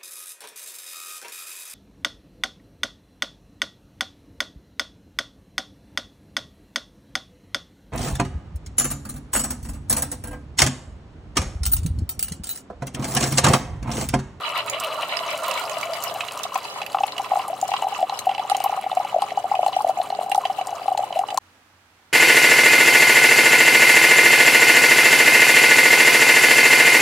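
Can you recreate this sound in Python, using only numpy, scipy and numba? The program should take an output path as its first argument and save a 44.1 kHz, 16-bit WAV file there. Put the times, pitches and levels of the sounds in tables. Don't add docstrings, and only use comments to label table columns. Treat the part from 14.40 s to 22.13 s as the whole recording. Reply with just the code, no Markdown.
import sys
import numpy as np
from scipy import signal
from scipy.fft import rfft, irfft, next_fast_len
from scipy.io import wavfile
from scipy.ndimage import uniform_filter1d
from numba import njit

SR = 44100
rng = np.random.default_rng(int(sys.argv[2]) if len(sys.argv) > 2 else 0)


def wrap_up_sound(samples):
    columns = np.atleast_2d(samples).T
    tamed = np.clip(columns, -1, 1)
    steps = np.round(tamed * 32767).astype(np.int16)
    wavfile.write(sys.argv[1], SR, steps)


def nominal_scale(level):
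    x = np.asarray(level, float) / 20
    return 10 ** x


N = 340829
T = np.arange(N) / SR

# (time [s], resonance [Hz], left minus right [dB])
AIR_COLUMN = [
    (0, 618, 0),
    (1.8, 664, 2),
    (2.5, 778, 3.5),
    (7, 736, 4),
]
# (time [s], depth [0-1])
PLUNGE = [
    (0, 0),
    (1.5, 0.01),
    (2.0, 0.39),
    (3, 0.59),
    (4.4, 0.39),
    (5.3, 0.86),
    (6.1, 0.77),
    (7, 0.93),
]
# (depth [0-1], level [dB])
AIR_LEVEL = [(0, -36), (.2, -35), (.36, -45), (.55, -41), (1.05, -40)]
# (shallow level [dB], deep level [dB])
POOL_LEVEL = (-34, -42)
WALL_LEVEL = (-37, -47)
# (time [s], level [dB])
MIST_LEVEL = [
    (0, -50),
    (1.2, -43.5),
    (2.3, -49),
    (7, -52),
]
# (time [s], lift [dB], length [s])
WALL_SURGES = [(.07, 8.5, 0.078), (.19, 11.5, 0.066), (.285, 9, 0.023), (.345, 12.5, 0.043),
               (.435, 9.5, 0.034), (.52, 3.5, 0.12), (.63, 11.5, 0.031), (.72, 11.5, 0.074),
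               (.91, 10, 0.077), (1.12, 7.5, 0.14)]
# (time [s], lift [dB], length [s])
AIR_SWELLS = [(.33, 7.7, 0.024), (.47, 1.3, 0.024), (.63, 3.7, 0.023), (.73, 3.3, 0.094), (.98, 2.5, 0.052),
              (1.12, 6.8, 0.032), (1.3, 4.5, 0.12), (1.5, 9.1, 0.078), (1.72, 8, 0.08), (1.93, 5.9, 0.094)]
STREAM_BREAKS = [.245, .31, .672, .975]
# (frequency [Hz], width [Hz], level [dB])
POOL_MODES = [(996, 83, 3.5), (1185, 168, 2.5), (1418, 300, -3), (925, 83, -0.5)]
WALL_MODES = [(1998, 330, -4), (2400, 117, -2.5), (2640, 99, -0.5), (2950, 73, 3.5), (3198, 290, -7),
              (4020, 127, -2), (4804, 150, -11)]
# (frequency [Hz], level [dB per Hz])
SPRAY_COLOUR = [(3000, -7.5), (4500, 6.5), (5300, 4), (8000, 3), (10700, 0), (16000, -5.5)]
# (frequency [Hz], level [dB rms])
HUM_LINES = [(93.5, -69), (118.4, -62.5), (149, -67.5), (188.4, -67), (296.1, -63.5), (419.9, -55)]
# (frequency [Hz], level [dB per Hz])
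KITCHEN_COLOUR = [(25, -36), (50, -26.5), (108, -17), (230, -14.5), (420, -12.5), (600, -0.5),
                  (1500, -19.5), (16000, -64)]
LOUNGE_COLOUR = [(25, -27), (90, -15), (155, -20), (270, -14.5), (420, -21.5), (840, -16), (1600, -18.5),
                 (16000, -42)]
# (time [s], peak level [dB], pitch [Hz]); the second table holds further, mostly fainter spits
STREAM_SPITS = [(0.177, -28, 11300), (0.2985, -16, 6630), (0.4003, -17.5, 7700), (0.4371, -26.5, 14400),
                (0.9062, -25.5, 7640), (1.082, -21, 13700), (1.1134, -22.5, 5860), (1.1406, -25, 6840),
                (1.2963, -24.5, 6500), (1.4125, -24.5, 6040), (1.5344, -26, 7000), (1.6246, -23.5, 6000),
                (1.638, -16.5, 12370), (1.9205, -25.5, 6060), (2.0339, -20.5, 6170), (2.144, -24, 5980),
                (2.177, -26.5, 13000), (2.6675, -25.5, 10230), (3.214, -22, 6800), (3.791, -19.5, 6160),
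                (4.0987, -22, 9300), (4.1675, -19.5, 6310), (4.202, -25, 5960), (4.24, -17, 11520),
                (5.8965, -26, 7740), (5.9163, -26, 8900), (5.9467, -24, 5730), (6.2711, -22.5, 6870),
                (6.7905, -24.5, 7200), (6.9748, -17, 6330)]
MORE_SPITS = [(0.262, -29.5, 13600.0), (0.4086, -31, 9400), (0.6854, -32.5, 11430.0),
              (1.021, -31.0, 6400), (1.0627, -29, 14200), (1.1667, -46, 10620.0), (1.4552, -30, 6440),
              (1.5674, -33, 9000), (1.6172, -29.5, 6130), (1.6786, -30, 9850), (1.788, -36.5, 10800),
              (1.9344, -30.5, 8900), (2.464, -31.5, 11600), (2.8178, -29.5, 5430), (3.423, -32, 9890.0),
              (3.858, -32, 10000), (4.4128, -32, 9800), (4.8202, -26.5, 8430), (5.262, -31.5, 8460),
              (5.3646, -34.5, 7900), (5.421, -28.5, 8900), (5.63, -30.5, 9600), (5.9784, -29, 9300),
              (6.9447, -28.5, 7200)]
# (time [s], pitch [Hz])
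FAINT_SPITS = [(0.446, 9100), (1.034, 8140), (1.385, 7750), (1.7407, 12850), (1.975, 5700), (2.7805, 6200),
               (3.081, 10200), (3.2792, 7880), (4.551, 7100), (5.9584, 9050), (6.577, 6800)]
# (time [s], peak level [dB], pitch [Hz])
STREAM_PLINKS = [(0.1946, -25, 2640), (0.77, -15.5, 4930), (0.7918, -18, 2950), (1.1111, -20, 2650),
                 (1.1747, -19, 2180), (1.2967, -21.5, 2500), (1.4298, -19, 2260), (1.535, -19.5, 4830),
                 (1.807, -14.5, 2527), (1.8843, -20, 2740), (2.1566, -20.5, 2460), (2.4172, -19, 2530),
                 (2.68, -23.5, 4000), (2.7222, -19.5, 4050), (2.781, -17, 2850), (3.3653, -21, 3100),
                 (3.6965, -18.5, 3930), (3.7904, -18.5, 4080), (3.9487, -24, 2890), (3.9804, -21.5, 2620),
                 (4.0987, -15, 3940), (4.1471, -20.5, 2990), (4.8206, -18.5, 3970), (5.6156, -25.5, 4030),
                 (5.7024, -22.5, 4020), (5.9164, -16.5, 2750), (6.0528, -18, 2900), (6.5753, -21.5, 3930),
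                 (6.7269, -22, 3000), (6.9749, -20.5, 4160)]
MORE_PLINKS = [(1.3197, -29, 2540), (1.369, -24.5, 2790), (1.4129, -29, 3670), (1.57, -27.0, 2880),
               (1.698, -25, 3770), (1.7574, -28, 2670), (1.817, -27, 2780), (1.8423, -26, 3520),
               (1.9102, -26, 2540), (2.0382, -23, 3600), (2.1867, -28, 2390), (2.4306, -24, 2820),
               (2.4639, -22.5, 2600), (2.5453, -28, 2420), (2.5856, -24.5, 2700), (2.6349, -19.5, 2620),
               (2.7655, -26.0, 2760), (2.993, -27.5, 2760), (3.0176, -30, 2710), (3.3374, -20, 2640),
               (3.4234, -25, 2850), (3.5474, -26, 2590), (3.6268, -25, 3180), (3.892, -23.5, 2770),
               (3.9137, -26.5, 3150), (3.9943, -26, 3280), (4.1159, -34, 2500), (4.202, -28, 2870),
               (4.5152, -24, 3560), (5.152, -23, 2490), (5.2293, -26, 2890), (5.2628, -22.5, 2850),
               (5.364, -25.5, 3010), (5.9475, -24, 3440), (6.48, -25, 2580), (6.7911, -25, 2800)]
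# (time [s], pitch [Hz])
FAINT_PLINKS = [(1.0405, 2180), (2.2514, 2590), (2.845, 2650), (3.317, 2650), (4.8857, 2400), (4.906, 2030),
                (5.282, 4100), (5.33, 3880), (5.3414, 2910), (5.75, 3940), (6.213, 2360), (6.886, 2900),
                (6.904, 2910)]
# (time [s], peak level [dB], pitch [Hz])
FIRST_BUBBLES = [(0.3236, -31, 653), (0.3461, -25, 606), (0.6323, -22.0, 670.0), (0.6431, -30, 684),
                 (0.7432, -26, 640), (0.8082, -24.0, 696), (1.0432, -31, 670), (1.1236, -28, 674),
                 (1.2485, -33, 670.0), (1.3695, -18, 640), (1.51, -24, 650), (1.7592, -21.5, 760.0)]
# (time [s], peak level [dB], pitch [Hz], time to fall 10 dB [ms])
DEEPENING_GULPS = [(2.0524, -20, 730, 7.5), (2.1573, -15.5, 780, 11.5), (2.4178, -20.5, 788, 7.5),
                   (2.5466, -10, 787, 8.5), (2.5694, -19, 799, 7.2), (2.5851, -19, 770, 5),
                   (2.6068, -12.5, 780, 8.5), (2.6356, -8.0, 800, 8.5), (2.7966, -16, 808, 12.5),
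                   (2.9173, -8.5, 784, 8.5), (2.9343, -11.5, 740, 8.3), (2.9575, -12, 795, 8),
                   (2.9708, -10.5, 765, 7), (2.9933, -18.5, 763, 14.3), (3.0818, -19.5, 795, 9.1),
                   (3.1009, -19, 668, 13.5), (3.1293, -20, 758, 17), (3.2277, -11, 765, 10.5),
                   (3.2464, -21.5, 767, 11.5), (3.2898, -18, 744, 9), (3.3175, -11.5, 781, 3),
                   (3.3247, -20, 770, 10.5), (3.3381, -14, 790, 11), (3.424, -10, 780, 3),
                   (3.4341, -18, 794, 4), (3.4446, -16, 780, 13), (3.4682, -12, 780, 6),
                   (3.524, -18.5, 803, 13), (3.5905, -16.5, 796, 5), (3.6009, -20.5, 770, 9),
                   (3.6135, -15.5, 770, 7.5), (3.6283, -7.0, 707, 7.5), (3.6376, -15, 737, 9.5),
                   (3.6965, -17, 816, 6), (3.7235, -18.5, 793, 15), (3.8697, -7.5, 762, 10.5),
                   (3.8932, -11, 795, 9), (3.9141, -17, 770, 9), (3.9497, -24, 790, 14),
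                   (3.9816, -18.0, 810, 7), (3.9956, -14.0, 786, 9), (4.0498, -22.5, 800, 7.5),
                   (4.0993, -18, 775, 9.5), (4.117, -7.5, 807, 10.5), (4.1479, -12.5, 776, 10.5),
                   (4.1761, -21, 770, 9.5)]
# (time [s], peak level [dB], pitch [Hz], time to fall 10 dB [ms])
MIDDLE_GULPS = [(4.204, -14, 770, 7), (4.2412, -14.5, 796, 9.5), (4.2603, -9, 797, 9.5),
                (4.2956, -14.5, 774, 7), (4.3263, -15.0, 807, 11), (4.344, -21, 756, 8.5),
                (4.3746, -19, 774, 14.5), (4.3903, -20.0, 790, 8.2), (4.4402, -20, 760, 7),
                (4.4643, -14.0, 776, 10), (4.516, -14.0, 770, 6), (4.5291, -14.5, 750, 4.5),
                (4.571, -8, 741, 10.5), (4.5998, -12, 767, 7.5), (4.6109, -16.5, 790, 4),
                (4.6491, -15.5, 800, 8), (4.7291, -18.5, 776, 2.5), (4.745, -8.5, 730, 6.5),
                (4.7627, -7.5, 657, 7.5), (4.7751, -21.5, 737, 2.5), (4.7857, -12.5, 691, 6),
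                (4.822, -10, 800, 8), (4.837, -16.5, 790, 9), (4.9202, -16, 720, 6),
                (4.9746, -9.5, 784, 10), (5.0427, -12, 714, 2.5), (5.0526, -15, 760, 10.5),
                (5.1152, -9, 806, 11), (5.1429, -12.0, 790, 7), (5.1532, -16, 750, 7.5),
                (5.1668, -20, 745, 11.5), (5.1924, -6, 693, 4.5), (5.2022, -20.5, 737, 21),
                (5.231, -7, 710, 4), (5.242, -22, 715, 13), (5.2639, -7.5, 797, 9.4),
                (5.2829, -11.5, 702, 4.5), (5.2887, -21.5, 771, 14), (5.332, -23, 780, 19.5),
                (5.366, -7, 737, 7), (5.3888, -16.5, 830, 10), (5.4065, -16, 830, 12.5),
                (5.4463, -6, 714, 5), (5.4679, -13.5, 690, 9.5), (5.483, -17, 764, 7),
                (5.4948, -5.5, 712, 4.5), (5.5026, -16.5, 750, 15.5)]
# (time [s], peak level [dB], pitch [Hz], time to fall 10 dB [ms])
LATE_GULPS = [(5.5723, -16.5, 762, 10), (5.5873, -15.5, 750, 7.5), (5.6005, -9.5, 730, 7.0),
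              (5.6156, -17, 744, 4.5), (5.7034, -14.5, 741, 4.5), (5.7253, -15.0, 786, 10.6),
              (5.751, -22.5, 770, 14), (5.79, -10.5, 663, -1), (5.812, -16, 750, 5),
              (5.8317, -21, 715, 12), (5.862, -20.5, 785, 14), (5.8839, -22.5, 763, 7),
              (5.8981, -20.5, 795, 10.3), (5.9186, -11, 785, 10.6), (5.9482, -10, 814, 8),
              (5.9628, -18.0, 800, 7.5), (5.9792, -6.5, 784, 10), (6.0543, -11.5, 746, 7.5),
              (6.0986, -14.5, 775, 15.5), (6.1869, -14.5, 780, 10.5), (6.2112, -16.0, 730, 10.5),
              (6.2727, -21, 779, 7), (6.2916, -19.5, 790, 6.5), (6.3271, -16.5, 787, 9.5),
              (6.4183, -21.5, 740, 5.5), (6.458, -18, 700, 5), (6.4815, -9, 790, 11.5),
              (6.5074, -19, 754, 7), (6.518, -11.5, 769, 10.5), (6.5491, -12.5, 760, 4),
              (6.5767, -13.5, 810, 9.0), (6.5926, -10, 690, 4.3), (6.6038, -16.5, 755, 10),
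              (6.6214, -19.5, 750, 10), (6.6361, -13.5, 806, 8), (6.7065, -17.5, 720, 2),
              (6.7249, -21, 730, 6.5), (6.7594, -15, 657, 11), (6.769, -15.5, 777, 13.5),
              (6.7919, -10, 753, 10.5), (6.8127, -17.5, 795, 13.5), (6.8369, -15, 796, 5.5),
              (6.8863, -21.5, 820, 10), (6.9066, -23, 804, 13), (6.926, -18.0, 740, 6),
              (6.945, -17.5, 720, 5.7), (6.9756, -15, 818, 9.5)]
# (time [s], peak level [dB])
FLAT_SLAPS = [(1.9986, -21), (2.053, -27), (2.0654, -22), (2.121, -22.5), (2.1572, -14.5), (2.185, -22),
              (2.547, -13.5), (2.5707, -23), (2.5885, -20.5), (2.6125, -33), (2.6353, -24), (2.78, -36),
              (2.8463, -32), (2.923, -24), (2.934, -26.5), (2.9563, -19), (2.9942, -22.5), (3.3389, -13),
              (3.3656, -22), (3.4247, -25), (3.6978, -26), (4.0995, -19.5), (4.115, -26.5), (4.245, -18),
              (4.2612, -27), (4.3273, -26), (4.374, -22.5), (4.4983, -21), (4.572, -22.5), (4.822, -17.5),
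              (5.1177, -22.5), (5.1376, -21.5), (5.2305, -25.0), (5.263, -24), (5.4065, -19.5),
              (5.954, -21.5), (6.037, -21), (6.4824, -24), (6.8366, -20.5), (6.9762, -11.5)]


def level(x, db):
    return x * nominal_scale(db) / np.sqrt(np.mean(x ** 2))


def follow(table):
    return np.interp(T, *np.transpose(table))


def colour(x, points):
    hz, db = np.transpose(points)
    size = next_fast_len(N)
    bin_hz = np.arange(size // 2 + 1) * SR / size
    gain = nominal_scale(np.interp(np.log(bin_hz + 1), np.log(hz), db))
    return irfft(rfft(x, size) * gain, size)[..., :N]


def ring(x, modes):
    out = 0
    for k, (hz, width, db) in enumerate(modes):
        out = out + (-1) ** k * nominal_scale(db) * signal.lfilter(*signal.iirpeak(hz, hz / width, SR), x)
    return out


@njit
def air_resonance(x, hz, width):
    out, band, low = np.empty(len(x)), 0., 0.
    for i in range(len(x)):
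        g, k = np.tan(np.pi * hz[i] / SR), width / hz[i]
        v = (band + g * (x[i] - low)) / (1 + g * (g + k))
        band, low = 2 * v - band, low + 2 * g * v
        out[i] = k * v
    return out


@njit
def grains(s, size, hz, t60, rise, glide, bend=1.):
    out = np.zeros(N)
    for k in range(len(s)):
        start, phase = int(s[k] * SR), 0.
        for i in range(min(int((t60[k] + rise[k]) * SR), N - start)):
            t = i / SR
            phase += 2 * np.pi * min(hz[k] * (1 + glide[k] * t / t60[k]), .45 * SR) / SR
            fade = (max(t - rise[k], 0.) / t60[k]) ** bend
            swell = min(t / rise[k], 1.)
            out[start + i] += size[k] * swell * np.exp(-np.log(1000) * fade) * np.sin(phase)
    return out


def walk(rate):
    k = int(SR / rate)
    held = np.repeat(rng.standard_normal(N // k + 1), k)
    return 1.39 * uniform_filter1d(uniform_filter1d(held, k), k)[:N]


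def lifts(table):
    return sum(db * np.clip(1 - np.abs(T - s) / length, 0, 1) for s, db, length in table)


def thrown(table, more, faint, faint_db):
    return np.vstack([table, more, np.insert(np.array(faint, float), 1, faint_db, axis=1)])


def patter(rate, spread_db, hiss):
    fizzle_s = 0.00096
    size = nominal_scale(spread_db * np.minimum(rng.exponential(size=N), 4))
    impacts = (rng.random(N) < rate / SR) * size
    fizzle = signal.lfilter([1], [1, -np.exp(-1 / (fizzle_s * SR))], impacts)
    return level(fizzle * rng.standard_normal(N), 0) + hiss * rng.standard_normal(N)


def gurgle(count, low_hz, high_hz, cycles, spread_db):
    s, pitch, size, glide = rng.random((count, 4)).T
    hz = low_hz * (high_hz / low_hz) ** pitch
    crowd = grains(s * N / SR, nominal_scale(spread_db * size ** 2), hz, cycles / hz, 2.15 / hz, 0.44 * glide)
    return level(crowd, 0)


def stream():
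    hush_db, hush_s = -6, 0.022
    tear_db, tear_s = -7.5, 0.016
    air_wakes_s, pool_share = 0.096, 0.17
    depth, surge, swell = follow(PLUNGE), lifts(WALL_SURGES), lifts(AIR_SWELLS)
    gulps = [*DEEPENING_GULPS, *MIDDLE_GULPS, *LATE_GULPS]
    pauses = [(row[0] - hush_s / 2, hush_db, hush_s) for row in gulps if row[1] > -15]
    hush = np.maximum(lifts(pauses), hush_db)
    tear = lifts([(s, tear_db, tear_s) for s in STREAM_BREAKS])
    air_db = np.interp(depth, *np.transpose(AIR_LEVEL)) - 20 * np.exp(-T / air_wakes_s)
    air_db = air_db + tear + swell + hush
    pool_db = POOL_LEVEL[0] + depth * np.diff(POOL_LEVEL) + pool_share * surge + tear + hush
    wall_db = WALL_LEVEL[0] + depth * np.diff(WALL_LEVEL) + surge + tear / 2
    return air_db, pool_db, wall_db


def splash(air_hz):
    air_db, pool_db, wall_db = stream()
    broken = np.interp(T, [1.2, 2.2], [0, 1])
    flow = walk(40) * (0.52 + 0.33 * broken)
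    dense = gurgle(count=2600, low_hz=485.5, high_hz=1410.0, cycles=90.0, spread_db=2.0)
    sparse = gurgle(count=1000, low_hz=600.0, high_hz=1158.0, cycles=13.0, spread_db=5.0)
    froth = (1 - broken) * dense + 0.82 * broken * sparse
    wash = (1.4 - 0.23 * broken) * patter(600, 0.72, 1.0)
    air = air_resonance(froth + wash, air_hz * (1 + 0.04 * walk(18)), 68.0)
    pool = ring(froth + wash, POOL_MODES)
    fizz = gurgle(count=1800, low_hz=1990.0, high_hz=4830.0, cycles=14.8, spread_db=9.5)
    wall = ring((0.97 + 0.12 * broken) * fizz + 1.02 * patter(650, 2.3, 2.08), WALL_MODES)
    mist = gurgle(count=1500, low_hz=4260.0, high_hz=14500.0, cycles=27.0, spread_db=31.0)
    spray = colour(0.7 * mist + patter(200, 4.7, 1.0), SPRAY_COLOUR)
    air = level(air, 0.13) * nominal_scale(air_db + 2.3 * np.minimum(flow, 0))
    pool = level(pool, -0.79) * nominal_scale(pool_db + 3.9 * np.minimum(flow, .6))
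    wall = level(wall, -1.2) * nominal_scale(wall_db + 2.76 * flow)
    spray = level(spray, 0.082) * nominal_scale(follow(MIST_LEVEL) + 2.8 * flow)
    return air + pool + wall + spray


def machine():
    hum = 0
    for hz, db in HUM_LINES:
        loudness = nominal_scale(db + 2.75 * walk(9.0)) * np.sqrt(2)
        pitch = hz * (1 + 0.00575 * walk(7))
        hum = hum + loudness * np.sin(2 * np.pi * np.cumsum(pitch) / SR)
    return hum


def air_tone(points, db):
    mid, side = rng.standard_normal((2, N))
    side = colour(side, [(60, -21.5), (300, -15.5), (2000, -0.5), (16000, 2)])
    return level(colour(np.array([mid + side, mid - side]), points), db)


def spits():
    s, db, hz = thrown(STREAM_SPITS, MORE_SPITS, FAINT_SPITS, -26.5).T
    s, t60 = s - .0008, 0.0084 + 0.012 * rng.random(len(s))
    puff = grains(s, nominal_scale(db + 0.5), hz, t60, 0 * hz + 0.00083, 0 * hz + 0.23)
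    lowpass = signal.butter(2, 2500, fs=SR, output="sos")
    rough = level(signal.sosfilt(lowpass, rng.standard_normal(N)), -7.5)
    crackle = colour(np.abs(puff) * rng.standard_normal(N), SPRAY_COLOUR)
    return puff * (0.5 + rough) + 0.67 * crackle


def droplets():
    s, db, hz = thrown(STREAM_PLINKS, MORE_PLINKS, FAINT_PLINKS, -25.5).T
    chance = rng.random((len(s), 2)).T
    cycles = 34.4 * (0.43 + 1.87 * chance[0])
    s, t60 = s - .0006, cycles / hz
    plink = grains(s, nominal_scale(db - 2.5), hz, t60, 1.2 / hz, 0.05 + 0.25 * chance[1] ** 2)
    burst = np.abs(grains(s, nominal_scale(db + 7.5), hz, 0.93 * t60, 1.0 / hz, 0 * hz))
    burst = burst * rng.standard_normal(N)
    burst = signal.sosfilt(signal.butter(2, [1400, 7000], "band", fs=SR, output="sos"), burst)
    return 1.27 * plink + 0.21 * burst + 0.35 * ring(plink + 5.76 * burst, WALL_MODES)


def bubbles(air_hz):
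    first_ms, opening_db = 7.9, -20.5
    swell_cycles, collapse = 2.5, 1.6
    first = np.insert(np.array(FIRST_BUBBLES, float), 3, first_ms, axis=1)
    s, db, hz, ms = np.vstack([first, DEEPENING_GULPS, MIDDLE_GULPS, LATE_GULPS]).T
    chance = rng.random((len(s), 2)).T
    rise = swell_cycles / hz
    s = s - rise / 2
    t60 = np.maximum(ms / 1000 - rise / 2, .002) * (60 / 10) ** (1 / collapse)
    sing = grains(s, nominal_scale(db - 1.0), 0.9677 * hz, t60, rise, 0.058 + 0.12 * chance[0], collapse)
    tick_db = db + opening_db - 9.1 * chance[1]
    opening = grains(s, nominal_scale(tick_db), hz, 0 * s + 0.0074, 0 * s + 0.00028, 0 * s)

    s, db = np.transpose(FLAT_SLAPS)
    chance = rng.random((len(s), 2)).T
    s, slap_hz = s - .001, 1030 + 150 * chance[0]
    slap = grains(s, nominal_scale(db + 1.0), slap_hz, 0 * s + 0.024, 0 * s + 0.002, 0 * s + 0.04)
    impact_db = db - 9.1 * chance[1]
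    impact = grains(s, nominal_scale(impact_db), 0 * s + 770, 0 * s + 0.008, 0 * s + 0.00028, 0 * s)
    crack = np.abs(opening + impact) * rng.standard_normal(N)
    song = sing + 0.18 * air_resonance(sing, air_hz, 40.0)
    slaps = 0.99 * slap + 0.69 * ring(slap, POOL_MODES)
    return song + slaps + 0.3 * ring(crack, WALL_MODES) + 0.05 * colour(crack, SPRAY_COLOUR)


def echoes(high):
    echo_db, t60_s, size = -14, 0.093, SR // 8
    tail = rng.standard_normal((2, size)) * nominal_scale(-60 * T[:size] / t60_s)
    tail = level(tail, echo_db) / np.sqrt(size)
    return signal.fftconvolve(high[None], tail, axes=1)[:, :N]


def lean(low, high, sides, pan_db):
    wander = 0.17 * high * walk(70) - 0.04 * colour(high, [(6000, -8), (13000, 4), (16000, 9)])
    early = 2.5 * np.gradient(low)
    shifting = 1.42 * sides * walk(15)
    favour = low * (nominal_scale(np.array([pan_db, -pan_db]) / 2) - 1)
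    return favour + (wander + early + shifting) * np.array([[1], [-1]])


def lounge():
    balance_db = np.array([[-1.5], [1.5]]) + 0.5 * walk(2.91)
    room = air_tone(LOUNGE_COLOUR, -56) * nominal_scale(balance_db)
    return room + nominal_scale(-65.0) * np.sin(2 * np.pi * 91.5 * T)


def scene():
    s, hz, pan = np.transpose(AIR_COLUMN)
    air_hz, pan_db = np.interp(T, s, hz), np.interp(T, s, pan)
    mug = splash(air_hz) + spits() + droplets() + bubbles(air_hz)
    mug = colour(mug, [(1500, 1), (1750, -0.5), (1950, -1.5), (16000, 1.0)])
    low = colour(mug, [(800, -3.5), (1050, -7), (1800, -48)])
    high = colour(mug, [(700, -65.0), (1200, 4.0), (2000, 5.0), (16000, 7.5)])
    front, sides = echoes(high)
    kitchen = mug + front + lean(low, high, sides, pan_db)
    kitchen = kitchen + machine() + air_tone(KITCHEN_COLOUR, -41)
    change_s = 6.988
    fade_out = np.clip((change_s - T) / 0.0021, 0, 1)
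    fade_in = np.clip((T - change_s - .004) / 0.026, 0, 1)
    return kitchen * fade_out + lounge() * fade_in


def band_limit(x):
    return signal.sosfilt(signal.butter(12, 15900, fs=SR, output="sos"), x)


def record(dry):
    top_hz = 16350
    lowpass = signal.ellip(8, .2, 60, top_hz, fs=SR, output="sos")
    mix = signal.sosfilt(lowpass, dry)
    return band_limit(mix)


dry = scene()
out = record(dry)
wrap_up_sound(out)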